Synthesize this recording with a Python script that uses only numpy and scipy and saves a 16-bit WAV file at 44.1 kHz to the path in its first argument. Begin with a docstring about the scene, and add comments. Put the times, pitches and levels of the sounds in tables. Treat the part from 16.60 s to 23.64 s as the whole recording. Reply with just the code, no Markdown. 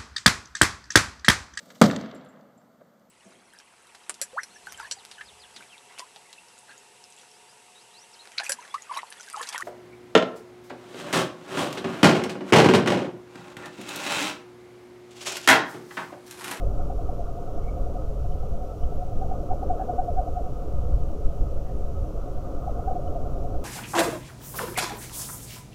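"""An animal, probably a frog, trills about ten arched hoots a second in two bouts, with echoes from stones.
It is night in a graveyard: further off softer trills go on, and a few faint chirps pass.
Hoots are sines that swoop up and down; chirps and the murmuring far chorus are narrow bands of noise.
Shaped noise makes the air rumbling over a small microphone, and its steady hiss."""
import sys
import numpy as np
from scipy import signal
from scipy.fft import rfft, irfft
from scipy.io import wavfile
from scipy.ndimage import uniform_filter1d

SR = 44100
rng = np.random.default_rng(int(sys.argv[2]) if len(sys.argv) > 2 else 0)


def master_out(mix):
    """Clip the mix to full scale and print it as 16-bit PCM to the path in sys.argv[1]."""
    frames = np.transpose(np.atleast_2d(mix))
    ceiling = np.clip(frames, -1, 1)
    pcm = np.round(ceiling * 32767).astype(np.int16)
    wavfile.write(sys.argv[1], SR, pcm)


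N = 310464


def trill(arch_s, foot_share, skirt_db, skirt_s, skirt_lag_s, overtone_db, rough, skirt_rough, skirt_jitter):
    """Each hoot is a near sine that swoops up and down again: pure at the top, croaky on its flanks."""
    t, out = np.arange(N) / SR, np.zeros(N)
    waver, flutter, croak = drift(101.7), drift(87), drift(110)
    for start_s, top_hz, level_db, half_s in hoots():
        near = np.abs(t - start_s) < .1
        u = t[near] - start_s    # time from the top of the arch
        # the pitch arch: 1 at the top, 0 at the foot
        width_s = arch_s * np.exp(0.13 * rng.standard_normal())
        height = np.exp(-np.abs(u / width_s) ** 3)
        jitter = (0.0079 + skirt_jitter * (1 - height)) * waver[near]
        pitch_hz = top_hz * (foot_share + (1 - foot_share) * height) * (1 + jitter)
        phase = 2 * np.pi * np.cumsum(pitch_hz) / SR
        # loudness: a short swell
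        reach = np.abs(u / half_s)
        swell = np.exp(-reach ** 2 / 2 * (1 + reach / 2)) * (1 + rough * flutter[near])
        # the downward swoop lingers as a soft, broken skirt after the peak
        skirt = from_db(skirt_db) * np.exp(-((u - skirt_lag_s) / skirt_s) ** 2)
        skirt = skirt * np.abs(1 + skirt_rough * croak[near])
        tone = np.sin(phase) + from_db(overtone_db) * np.sin(2 * phase)
        out[near] += from_db(level_db) * np.maximum(swell, skirt) * tone
    return out


def hoots():
    """The trill keeps a steady beat, a harder hoot being a higher one; soft hoots give way to loud ones."""
    # bouts of steady trilling: [first hoot t/s, end t/s]
    bouts = [(0.015, 3.92), (5.984, 7.0)]
    # how hard the animal trills between its loud hoots: [t/s, level before scatter and trim/dB]
    effort = [(0.0, -32), (0.45, -33.5), (0.75, -34), (1.3, -33.5), (1.6, -40), (1.9, -33), (2.1, -38),
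              (2.35, -31), (2.55, -36.5), (3.9, -38), (5.98, -33.5), (6.6, -31), (7.0, -35.5)]
    # hoots that stand out, some doubled:
    # [t/s, top of the arch before jitter f/Hz, level before trim/dB, half-length/s]
    loud_hoots = [ (0.305, 745, -27, 0.0053), (0.497, 735, -29, 0.0076), (0.602, 705, -28.5, 0.013),
                  (1.836, 730, -29.5, 0.0055), (2.627, 755, -26, 0.013), (2.719, 740, -24.5, 0.0064),
                  (2.916, 745, -18, 0.0048), (3.033, 750, -25, 0.0053), (3.110, 730, -17.5, 0.0093),
                  (3.203, 750, -22, 0.0045), (3.219, 750, -20, 0.0071), (3.302, 725, -19, .012),
                  (3.394, 740, -16.5, 0.0096), (3.49, 705, -24, .009), (3.587, 745, -19.5, 0.014),
                  (3.684, 715, -30.5, 0.012), (3.777, 730, -22.5, 0.0097), (6.081, 740, -25, 0.0043),
                  (6.196, 715, -27.5, 0.0047), (6.287, 755, -21.5, 0.01), (6.316, 735, -21.5, 0.0065),
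                  (6.367, 720, -24, .01), (6.564, 695, -27.5, .011)]
    period_s, soft_half_s = .0965, 0.011
    soft_pitch_hz, soft_db, pitch_hz_per_db = 715, -33, 2.5
    scatter_db, scatter_hz, scatter_s = 1.5, 12.17, 0.002035

    beats = np.concatenate([np.arange(start, end, period_s) for start, end in bouts])
    late, harder, higher = rng.standard_normal((len(beats), 3)).T
    level_db = np.interp(beats, *np.transpose(effort)) + scatter_db * harder
    pitch_hz = soft_pitch_hz + pitch_hz_per_db * (level_db - soft_db) + scatter_hz * higher
    half_s = np.full(len(beats), soft_half_s)
    soft = np.column_stack([beats + scatter_s * late, pitch_hz, level_db, half_s])
    loud = np.array(loud_hoots)
    # keep only the beats with no loud hoot within half a beat
    gap_s = np.abs(beats[:, None] - loud[:, 0]).min(axis=1)
    return np.vstack([loud, soft[gap_s > period_s / 2]])


def graveyard(x, t60, first_s, dull_hz):
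    """Many small dull echoes from the stones, dying away by 60 dB in t60 seconds."""
    t = np.arange(SR) / SR
    echoes = rng.standard_normal(SR) * (rng.random(SR) < 600 / SR)    # about 600 a second
    echoes = echoes * (t > first_s) * from_db(-60 * t / t60)
    wet = signal.fftconvolve(x, echoes / np.sqrt(np.sum(echoes ** 2)))[:N]
    return signal.sosfilt(signal.butter(1, dull_hz, fs=SR, output="sos"), wet)


def far_trill(per_s, pitch_hz, level_db, half_s):
    """Further off the trilling never stops: soft sine hoots at a loose pace."""
    t, out = np.arange(N) / SR, np.zeros(N)
    # chance for each hoot: lateness in beats, level in dB, share of the pitch
    chances = rng.uniform(-1, 1, (90, 3)) * [.2, 4, .05]
    for k, (late, size_db, detune) in enumerate(chances):
        u = t - (k + late) / per_s
        near = np.abs(u) < 4 * half_s
        u = u[near]
        swell = from_db(level_db + size_db) * np.exp(-(u / half_s) ** 2 / 2)
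        out[near] += swell * np.sin(2 * np.pi * pitch_hz * (1 + detune) * u)
    return out


def chirps():
    """Short raspy peeps of small creatures: each is a narrow rush of sound around its pitch."""
    # faint chirps: [t/s, pitch f/Hz, width f/Hz, level/dB, half-length/s]
    peeps = [(1.06, 2180, 220, -62, .018), (1.084, 2250, 220, -55.5, .013), (1.116, 2270, 170, -68, 0.02),
             (1.703, 3050, 130, -67, 0.003), (1.729, 3000, 130, -62, 0.0072),
             (2.234, 3000, 130, -60, 0.0067), (3.214, 1636, 239, -57, 0.018),
             (5.095, 1770, 600, -64, 0.029), (6.48, 2990, 130, -61, 0.0039)]
    t, out = np.arange(N) / SR, np.zeros(N)
    for start_s, pitch_hz, width_hz, level_db, half_s in peeps:
        phase = 2 * np.pi * pitch_hz * t
        rasp = drift(width_hz / 2) * np.sin(phase) + drift(width_hz / 2) * np.cos(phase)
        swell = np.exp(-((t - start_s) / half_s) ** 2 / 2)
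        out += from_db(level_db) * swell * rms_one(rasp)
    return out


def chorus_murmur():
    """The far chorus in its low register: shaped noise whose level wanders."""
    # loudness of the low register: [t/s, level before lift and drift/dB]
    level = [(0.0, -37.5), (0.65, -41), (1.25, -38.5), (1.65, -41.5), (2.2, -41.5), (3.1, -36.5),
             (3.95, -41), (4.8, -41), (7.04, -37.5)]
    # its tone colour: [f/Hz, relative level per Hz/dB]
    colour = [(120, -76), (220, -72), (325, -69), (358, -78), (390, -67.5), (470, -70.5), (550, -66),
              (640, -76), (715, -71.5), (810, -84.5), (950, -88.5), (1300, -110)]
    level_db = in_time(level) + 1.0 + 0.93 * drift(7.5)
    return from_db(level_db) * rms_one(noise(colour))


def chorus_overtones():
    """The far chorus in its upper register: shaped noise whose level wanders a little faster."""
    # loudness of the upper register: [t/s, level before lift and drift/dB]
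    level = [(0.0, -54), (1.3, -56), (1.7, -58), (2.45, -59), (3.1, -53.5), (3.75, -56.5), (5.2, -58.5),
             (6.0, -53), (7.04, -56.5)]
    # its tone colour: [f/Hz, relative level per Hz/dB]
    colour = [(750, -7.5), (950, -6), (1120, -0.5), (1255, 3), (1390, -4.5), (1490, -7), (1620, -23),
              (1900, -65)]
    level_db = in_time(level) + 1.9 + 1.02 * drift(12.0)
    return from_db(level_db) * rms_one(noise(colour))


def rumble(high_follow, low_db, high_db):
    """Eddies at the microphone: the deep lumps follow the breeze closely, the upper rumble is steadier."""
    # tone colour of the eddies: [f/Hz, relative level per Hz/dB]
    colour = [(7, 2), (15, 4), (24, -4), (36, -3), (45, -4.5), (55, -5.5), (75, -10), (100, -14),
              (145, -16.5), (200, -26), (300, -45), (600, -74)]
    eddies = rms_one(noise(colour))
    # split softly around 95 Hz
    low_pass = 1 / (1 + (np.fft.rfftfreq(N, 1 / SR) / 95) ** 4)
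    deep = irfft(rfft(eddies) * low_pass, N)
    upper = eddies - deep
    # even out the deep part over about 0.2 s, so that the breeze alone sets its level
    evened = deep / np.sqrt(uniform_filter1d(deep ** 2, size=9000) + 1e-20)
    breeze_db = airflow()
    mean_db = np.mean(breeze_db)
    steady_db = mean_db + high_follow * (breeze_db - mean_db)
    return from_db(breeze_db + low_db) * evened + from_db(steady_db + high_db) * upper


def airflow():
    """Level of the moving air in dB: a slow breeze, brief buffets and random turbulence."""
    # slow swell of the breeze: [t/s, level before buffets, turbulence and lift/dB]
    breeze = [(0.0, -27), (0.4, -28.5), (0.82, -34), (1.0, -29.5), (1.95, -29.5), (2.13, -37),
              (2.45, -26.5), (3.0, -32.5), (3.27, -34), (3.75, -28.5), (4.08, -30), (4.2, -24.5),
              (4.45, -26.5), (4.55, -31.5), (5.0, -28), (5.3, -31.5), (5.75, -32.5), (7.04, -29.5)]
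    # single eddies that thump the microphone: [t/s, rise above the breeze level/dB]
    buffets = [(0.09, 4), (1.66, 5), (1.92, 5), (2.24, 10), (2.55, 4.5), (2.66, 4), (2.92, 7.5), (3.11, 10),
               (3.51, 8), (4.67, 8), (4.83, 7), (5.23, 6.5), (5.4, 5.5), (6.12, 0.5)]
    buffet_half_s, turbulence_db, turbulence_per_s = 0.022, 1, 10.2
    t = np.arange(N) / SR
    buffets_db = np.zeros(N)
    for start_s, rise_db in buffets:
        buffets_db += rise_db * np.exp(-((t - start_s) / buffet_half_s) ** 2 / 2)
    return in_time(breeze) + buffets_db + turbulence_db * drift(turbulence_per_s)


def hiss():
    """The microphone's own faint, steady noise."""
    # tone colour and loudness of the hiss: [f/Hz, level per Hz/dB]
    colour = [(1000, -104), (2200, -103), (2700, -100.5), (3050, -100.5), (3500, -103.5), (5100, -104.5),
              (5750, -101), (7200, -104.5), (8400, -109), (15500, -109)]
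    return noise(colour)


def from_db(db):
    """Decibels to gain."""
    return 10 ** (np.asarray(db) / 20)


def rms_one(x):
    """Scale to unit power."""
    return x / np.sqrt(np.mean(x ** 2) + 1e-20)


def in_time(rows):
    """A control curve at every sample, joined by straight lines."""
    return np.interp(np.arange(N) / SR, *np.transpose(rows))


def noise(spectrum):
    """Noise with the given power density."""
    hz, db = np.transpose(spectrum)
    bins = np.maximum(np.fft.rfftfreq(N, 1 / SR), 1)
    gain = from_db(np.interp(np.log(bins), np.log(hz), db))
    gain = gain * np.minimum(1, hz[-1] / bins) ** 2    # falls on past the last point
    return irfft(rfft(rng.standard_normal(N)) * gain, N) * np.sqrt(SR / 2)


def drift(rate):
    """Slow chance with about this many turns a second; spread 1."""
    bins = np.fft.rfftfreq(N, 1 / SR)
    return rms_one(irfft(rfft(rng.standard_normal(N)) * np.exp(-(bins / rate) ** 2), N))


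def scene():
    """Callers and their echoes over chorus, rumble and hiss."""
    near = from_db(-0.74) * trill(arch_s=.028, foot_share=.64,
                                  skirt_db=-13.0, skirt_s=0.034, skirt_lag_s=0.016,
                                  overtone_db=-34.0, rough=0.15, skirt_rough=1.0, skirt_jitter=0.1601)
    far = far_trill(per_s=10.4, pitch_hz=705.0, level_db=-43.0, half_s=0.015)
    slower_higher = far_trill(per_s=4.3, pitch_hz=1257, level_db=-52.5, half_s=0.018)
    calls = near + far + chirps() + slower_higher
    echoes = from_db(-12.5) * graveyard(calls, t60=0.93, first_s=0.017, dull_hz=1800)
    chorus = chorus_murmur() + chorus_overtones()
    wind = rumble(high_follow=.55, low_db=4.5, high_db=3.5)
    return (calls + echoes + chorus + wind + hiss())[None]


def record(dry):
    """The treble is cut steeply above 15600 Hz."""
    cut = signal.ellip(12, .1, 90, 15600, fs=SR, output="sos")    # .1 dB ripple, 90 dB cut
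    return signal.sosfilt(cut, dry)


dry = scene()
out = record(dry)
master_out(out)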